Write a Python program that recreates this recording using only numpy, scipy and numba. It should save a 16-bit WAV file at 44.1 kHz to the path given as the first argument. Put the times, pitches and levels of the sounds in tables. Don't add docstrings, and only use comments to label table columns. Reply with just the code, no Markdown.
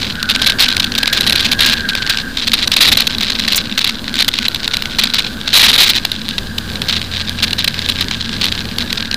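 import sys
import numpy as np
from scipy import signal
from scipy.fft import rfft, irfft
from scipy.io import wavfile
from scipy.ndimage import uniform_filter1d
from numba import njit

SR = 44100
rng = np.random.default_rng(int(sys.argv[2]) if len(sys.argv) > 2 else 0)


def field_ratio(decibels):
    return 10 ** (np.asarray(decibels, dtype=float) / 20)


def master_out(mix):
    frames = np.transpose(np.atleast_2d(mix))
    ceiling = np.clip(frames, -1, 1)
    pcm = np.round(ceiling * 32767).astype(np.int16)
    wavfile.write(sys.argv[1], SR, pcm)


N = 403956


def unit(x):
    return x / np.sqrt(np.mean(x ** 2))


def noise():
    return rng.standard_normal(N)


def curves(table):
    times, *columns = np.transpose(table)
    return [np.interp(np.arange(N) / SR, times, column) for column in columns]


def colour(x, points, size=4096):
    hz, db = np.transpose(points)
    bins = np.fft.rfftfreq(size, 1 / SR) + 1
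    gain = field_ratio(np.interp(np.log(bins), np.log(hz), db))
    cepstrum = irfft(np.log(gain))
    cepstrum[1:size // 2] *= 2
    cepstrum[size // 2 + 1:] = 0
    response = irfft(np.exp(rfft(cepstrum)))
    return signal.fftconvolve(x, response / np.sqrt(np.sum(response ** 2)))[:N]


def walk(rate):
    hold = int(SR / rate)
    held = noise()[np.arange(N) // hold]
    return unit(uniform_filter1d(uniform_filter1d(held, hold), hold))


@njit
def resonator(x, hz, width):
    y, band, low = np.empty(len(x)), 0., 0.
    for i in range(len(x)):
        g, damping = np.tan(np.pi * hz[i] / SR), width / hz[i]
        v = (band + g * (x[i] - low)) / (1 + g * (g + damping))
        band, low, y[i] = 2 * v - band, low + 2 * g * v, damping * v
    return y


def narrow_band(hz, width):
    return unit(resonator(resonator(noise(), hz, width), hz, 2 * width))


# (frequency [Hz], density [dB])
HISS_SPECTRUM = [(500, -20), (1200, -13), (2050, -17), (2700, -10), (4000, -5), (4500, -9), (4900, -6),
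                 (5300, -17), (8500, -21), (11500, -29), (15500, -26)]


def rush():
    level_db = -36 + 1.2 * walk(3) + 1.2 * walk(60)
    return colour(noise() * field_ratio(level_db), HISS_SPECTRUM)


# (time [s], crank rate [Hz], firing tone level [dB])
ENGINE_COURSE = [(0, 41, -42), (.8, 41, -37), (1.5, 41, -43), (5.5, 40, -43), (5.9, 41.8, -35),
                 (6.15, 40.2, -38), (6.5, 41.4, -31), (7, 42.4, -31.5), (7.5, 43.5, -31), (8, 44.2, -31),
                 (8.6, 44.7, -31), (8.8, 44.7, -37), (9.16, 44.5, -38)]
# (multiple of crank rate [1], level [dB])
FIRING_HARMONICS = [(1, -14), (2, 0), (3, -7.5), (4, -5), (5, -10)]


def engine():
    hz, db = curves(ENGINE_COURSE)
    crank_angle = 2 * np.pi * np.cumsum(hz * (1 + 0.002 * walk(11))) / SR
    tones = np.zeros(N)
    for k, level in FIRING_HARMONICS:
        tones += field_ratio(level + .8 * walk(8)) * np.sin(k * crank_angle + k * k)
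    return np.sqrt(2) * field_ratio(db) * tones


# (time [s], pitch [Hz], level [dB])
EDGE_TONE = [(0, 1490, -40.5), (.11, 1480, -37), (.17, 1495, -26.5), (.34, 1490, -28.5), (.44, 1605, -25.5),
             (.8, 1545, -28.5), (1.08, 1635, -26.5), (1.42, 1570, -27.5), (1.62, 1645, -26.5),
             (1.95, 1565, -26.5), (2.3, 1590, -29.5), (2.42, 1625, -36.5), (4.3, 1505, -35),
             (5.05, 1505, -34), (6, 1580, -36), (7.6, 1625, -33.5), (8.7, 1605, -34.5), (9.16, 1605, -30.5)]


def whistle():
    hz, db = curves(EDGE_TONE)
    hz = hz * (1 + .008 * walk(25))
    pure = narrow_band(hz, 50.)
    breathy = narrow_band(hz, 190.)
    tone = pure * field_ratio(1.2 * (db + 25.5)) + .9 * breathy
    return tone * field_ratio(db + 0.8 + 1.5 * walk(25))


# (frequency [Hz], density [dB])
BUFFET_SPECTRUM = [(12, -21), (22, -4), (45, -5.5), (90, -4.5), (140, -8.5), (300, -12.5), (374, -15),
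                   (520, -16), (706, -21.5), (1200, -21), (1700, -36.5)]


def buffet(rumble_db):
    rumble = colour(noise() * field_ratio(1.2 * walk(25) + 1.6 * walk(7)), BUFFET_SPECTRUM)
    return rumble * field_ratio(rumble_db + 1.5)


def cavity_hum(rumble_db):
    hz = 224 * (1 + .02 * walk(4))
    return narrow_band(hz, 48.) * field_ratio(rumble_db - 0.5 + 2.0 * walk(12))


def envelope(eddies, edge_ms=.9, tail_ms=.9, sag_db=1.2):
    power = np.zeros(N)
    for start, db, length in eddies:
        ms = np.arange(int((length + 6 * tail_ms) * SR / 1000)) * 1000 / SR
        rise = np.clip(ms / edge_ms, 0, 1)
        body = field_ratio(db - sag_db * (np.minimum(ms / length, 1) + 1.0))
        tail = np.exp(-np.maximum(ms - length + edge_ms, 0) / tail_ms)
        first = int(start * SR)
        power[first:first + len(ms)] += (rise * body * tail)[:N - first] ** 2
    return np.sqrt(power)


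# (time [s], level [dB], length [ms])
STRONG_PUFFS = [(0.416, -3, 8.5), (0.461, -3, 13), (0.796, -6.5, 13), (0.98, -3, 10.4), (1.03, 0.5, 5.3),
                (1.127, 0, 6.3), (1.323, -2, 8.4), (1.514, -6, 17.5), (2.095, -1, 5.1), (2.471, -6, 11),
                (2.674, 0, 6.2), (2.763, 3.5, 8), (2.806, 1, 31), (2.916, 2.5, 15), (2.971, 4, 6.5),
                (3.069, -1, 8.8), (3.575, -10.5, 16), (3.776, -1, 8.6), (4.28, -0.5, 10.6),
                (4.734, -2.5, 12), (4.985, -2, 15), (6.381, -9, 8.4), (6.581, -6, 6), (7.424, -6, 26),
                (7.53, -5.5, 4.2), (7.584, -11.5, 27), (7.643, 2.5, 5), (7.676, -2.5, 8.2),
                (8.007, -8.5, 14), (8.973, -9.5, 10.6)]
# (time [s], level [dB])
BRIEF_SPITS = [(0.123, -13), (0.154, -8.5), (0.228, 0), (0.52, -6), (0.766, 5), (1.057, 0), (1.208, 5.5),
               (1.296, 6), (1.951, 0), (2.172, -6), (2.517, 0), (4.079, -3), (4.482, 0), (4.546, -4.5),
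               (4.63, -5), (4.677, -0.5), (4.768, -2.5), (4.822, -4), (4.855, -7), (6.05, 2.5), (6.117, -1),
               (6.817, -5.5), (7.015, -10), (8.111, -3.5), (8.783, -1.5), (8.927, -1), (9.025, -4.5),
               (9.055, -12.5), (9.112, -4), (9.142, -2)]
HUSH_MS = 14


def strong_eddies():
    spit_ms = 3.44
    return STRONG_PUFFS + [(s, db, spit_ms) for s, db in BRIEF_SPITS]


def flutter_db(since_s, period_ms):
    return -14 * (since_s * 1000 / period_ms % 1)


# (start [s], length [s], strength [dB], flutter period [ms])
EDDY_FLURRIES = [(0, 0.08, -13, 29), (.288, 0.23, -9, 52), (0.586, 0.084, -9, 300), (0.682, .17, -11, 39.5),
                 (0.919, 0.16, -14, 30), (1.075, 0.46, -10.5, 45.4), (1.59, 0.151, -9.5, 560),
                 (1.887, 0.11, -12, 44), (2.021, 0.2, -13, 38), (2.37, 0.13, -12, 90),
                 (2.533, 0.12, -11, 40), (2.716, 0.31, -7.5, 41), (3.207, .4, -11, 44.6),
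                 (3.655, .095, -15.5, 160), (3.789, .12, -11, 45), (4.141, 0.088, -10.5, 23.6),
                 (4.342, 0.12, -15.5, 36), (4.996, 0.086, -11, 39), (5.136, .14, -11.5, 43),
                 (5.475, 0.033, -11.5, 17.6), (5.529, .455, -6, 1500), (6.117, 0.24, -22.5, 42),
                 (6.884, .1, -10, 35.4), (7.113, 0.13, -17, 63), (7.818, 0.054, -16.5, 35),
                 (7.887, 0.093, -12.5, 53), (8.213, 0.2, -16, 36.5), (8.412, 0.079, -12, 230),
                 (8.518, 0.14, -16.5, 26.6), (8.793, 0.24, -20.5, 26)]


def shed():
    rows, strong_s = [], np.array([row[0] for row in strong_eddies()])
    for start, length, db, period in EDDY_FLURRIES:
        gap, size, last = rng.standard_normal((60, 3)).T
        gap_s = 11 / 1000 * field_ratio(4 * gap)
        since = np.cumsum(gap_s) - gap_s[0]
        ms = 4.8 * field_ratio(3.5 * last + .9 * (db + 15))
        ahead = strong_s - (start + since)[:, None]
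        ahead_ms = np.where(ahead > 0, ahead, 9).min(axis=1) * 1000
        ms = np.minimum.reduce([ms, (length - since) * 1000, ahead_ms - HUSH_MS])
        level = db + 5 + 3 * size + flutter_db(since, period)
        rows += [row for row in zip(start + since, level, ms) if row[2] > 1]
    return rows


def crackle(flow_db):
    t = np.arange(N) / SR
    calm_top_db, stir_db, hush_db = -31, -14, -8
    power = field_ratio(2 * np.minimum(flow_db, calm_top_db))
    for s, length, db, period in EDDY_FLURRIES:
        stirred = envelope([(s, db + stir_db, 1000 * length)], edge_ms=2.6, tail_ms=3.8)
        power = power + (stirred * field_ratio(flutter_db(t - s, period))) ** 2
    stills = [(max(row[0] - HUSH_MS / 1000, 0), 0, HUSH_MS) for row in strong_eddies()]
    hush = envelope(stills, edge_ms=4.)
    return 10 * np.log10(power) + hush_db * np.minimum(hush, 1)


# (frequency [Hz], gain [dB])
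PORT_SPECTRUM = [(150, -77), (300, -25), (1040, -13.5), (2000, -6), (3000, -2), (3950, 3.5), (4800, -4.5),
                 (6500, -17.5), (9000, -26.5), (15500, -71)]
# (frequency [Hz], density [dB])
SPRAY_SPECTRUM = [(4000, -22), (6000, 3.5), (8000, 2), (12000, -27), (15500, 9.5)]
# (time [s], level [dB], length [ms])
TREBLE_EDDIES = [
    (3.558, 3, 19.4),
    (3.68, -22, 1.2),
    (8.927, -34, 4),
]


def port(crackle_db):
    strong = envelope(shed() + strong_eddies())
    swarm_db = 6.5 * walk(800) + 4.5 * walk(90)
    pressure = np.hypot(strong, field_ratio(crackle_db + 1.5 + swarm_db))
    spike_db = 3.2 * walk(1000) + 3.5 * rng.exponential(size=N)
    spikes = unit(noise() * field_ratio(spike_db))
    gusty_db = np.minimum(8.0 * walk(49) + 4.9 * walk(700), 12)
    spray = np.hypot(np.tanh(pressure) ** 2.3 * field_ratio(gusty_db - 10.5), envelope(TREBLE_EDDIES))
    ringing = colour(spikes * pressure * field_ratio(0.05), PORT_SPECTRUM)
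    return ringing + colour(noise() * spray, SPRAY_SPECTRUM)


# (time [s], buffeting round the housing [dB], flow across the port [dB])
AIRFLOW = [(0, -27.5, -23), (.2, -32, -37.5), (.5, -28, -37), (.89, -29, -34), (1.1, -28.5, -33),
           (1.7, -26, -11), (1.84, -31, -38.5), (2.3, -32.5, -45.5), (2.88, -26.5, -4), (3.13, -30.5, -31),
           (3.6, -29.5, -27.5), (4.7, -32.5, -31), (5.38, -31, -34), (5.75, -30, -10.5), (6.0, -31, -24),
           (6.5, -33.5, -44), (7.02, -31.5, -31), (9.16, -30.5, -35.5)]


def scene():
    buffet_db, flow_db = curves(AIRFLOW)
    background = rush() + engine() + whistle()
    wind = buffet(buffet_db) + cavity_hum(buffet_db) + port(crackle(flow_db))
    return (background + wind)[None]


def top_cut(x):
    return signal.sosfilt(signal.butter(12, 16640, fs=SR, output="sos"), x)


def record(dry):
    ceiling, knee, offset = .7, 8.0, -.022
    clipped = dry / (1 + np.abs(dry / ceiling) ** knee) ** (1 / knee)
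    low_pass = signal.firwin(255, 15350, fs=SR)
    mix = signal.fftconvolve(clipped, low_pass[None], "same") + offset
    return top_cut(mix)


dry = scene()
out = record(dry)
master_out(out)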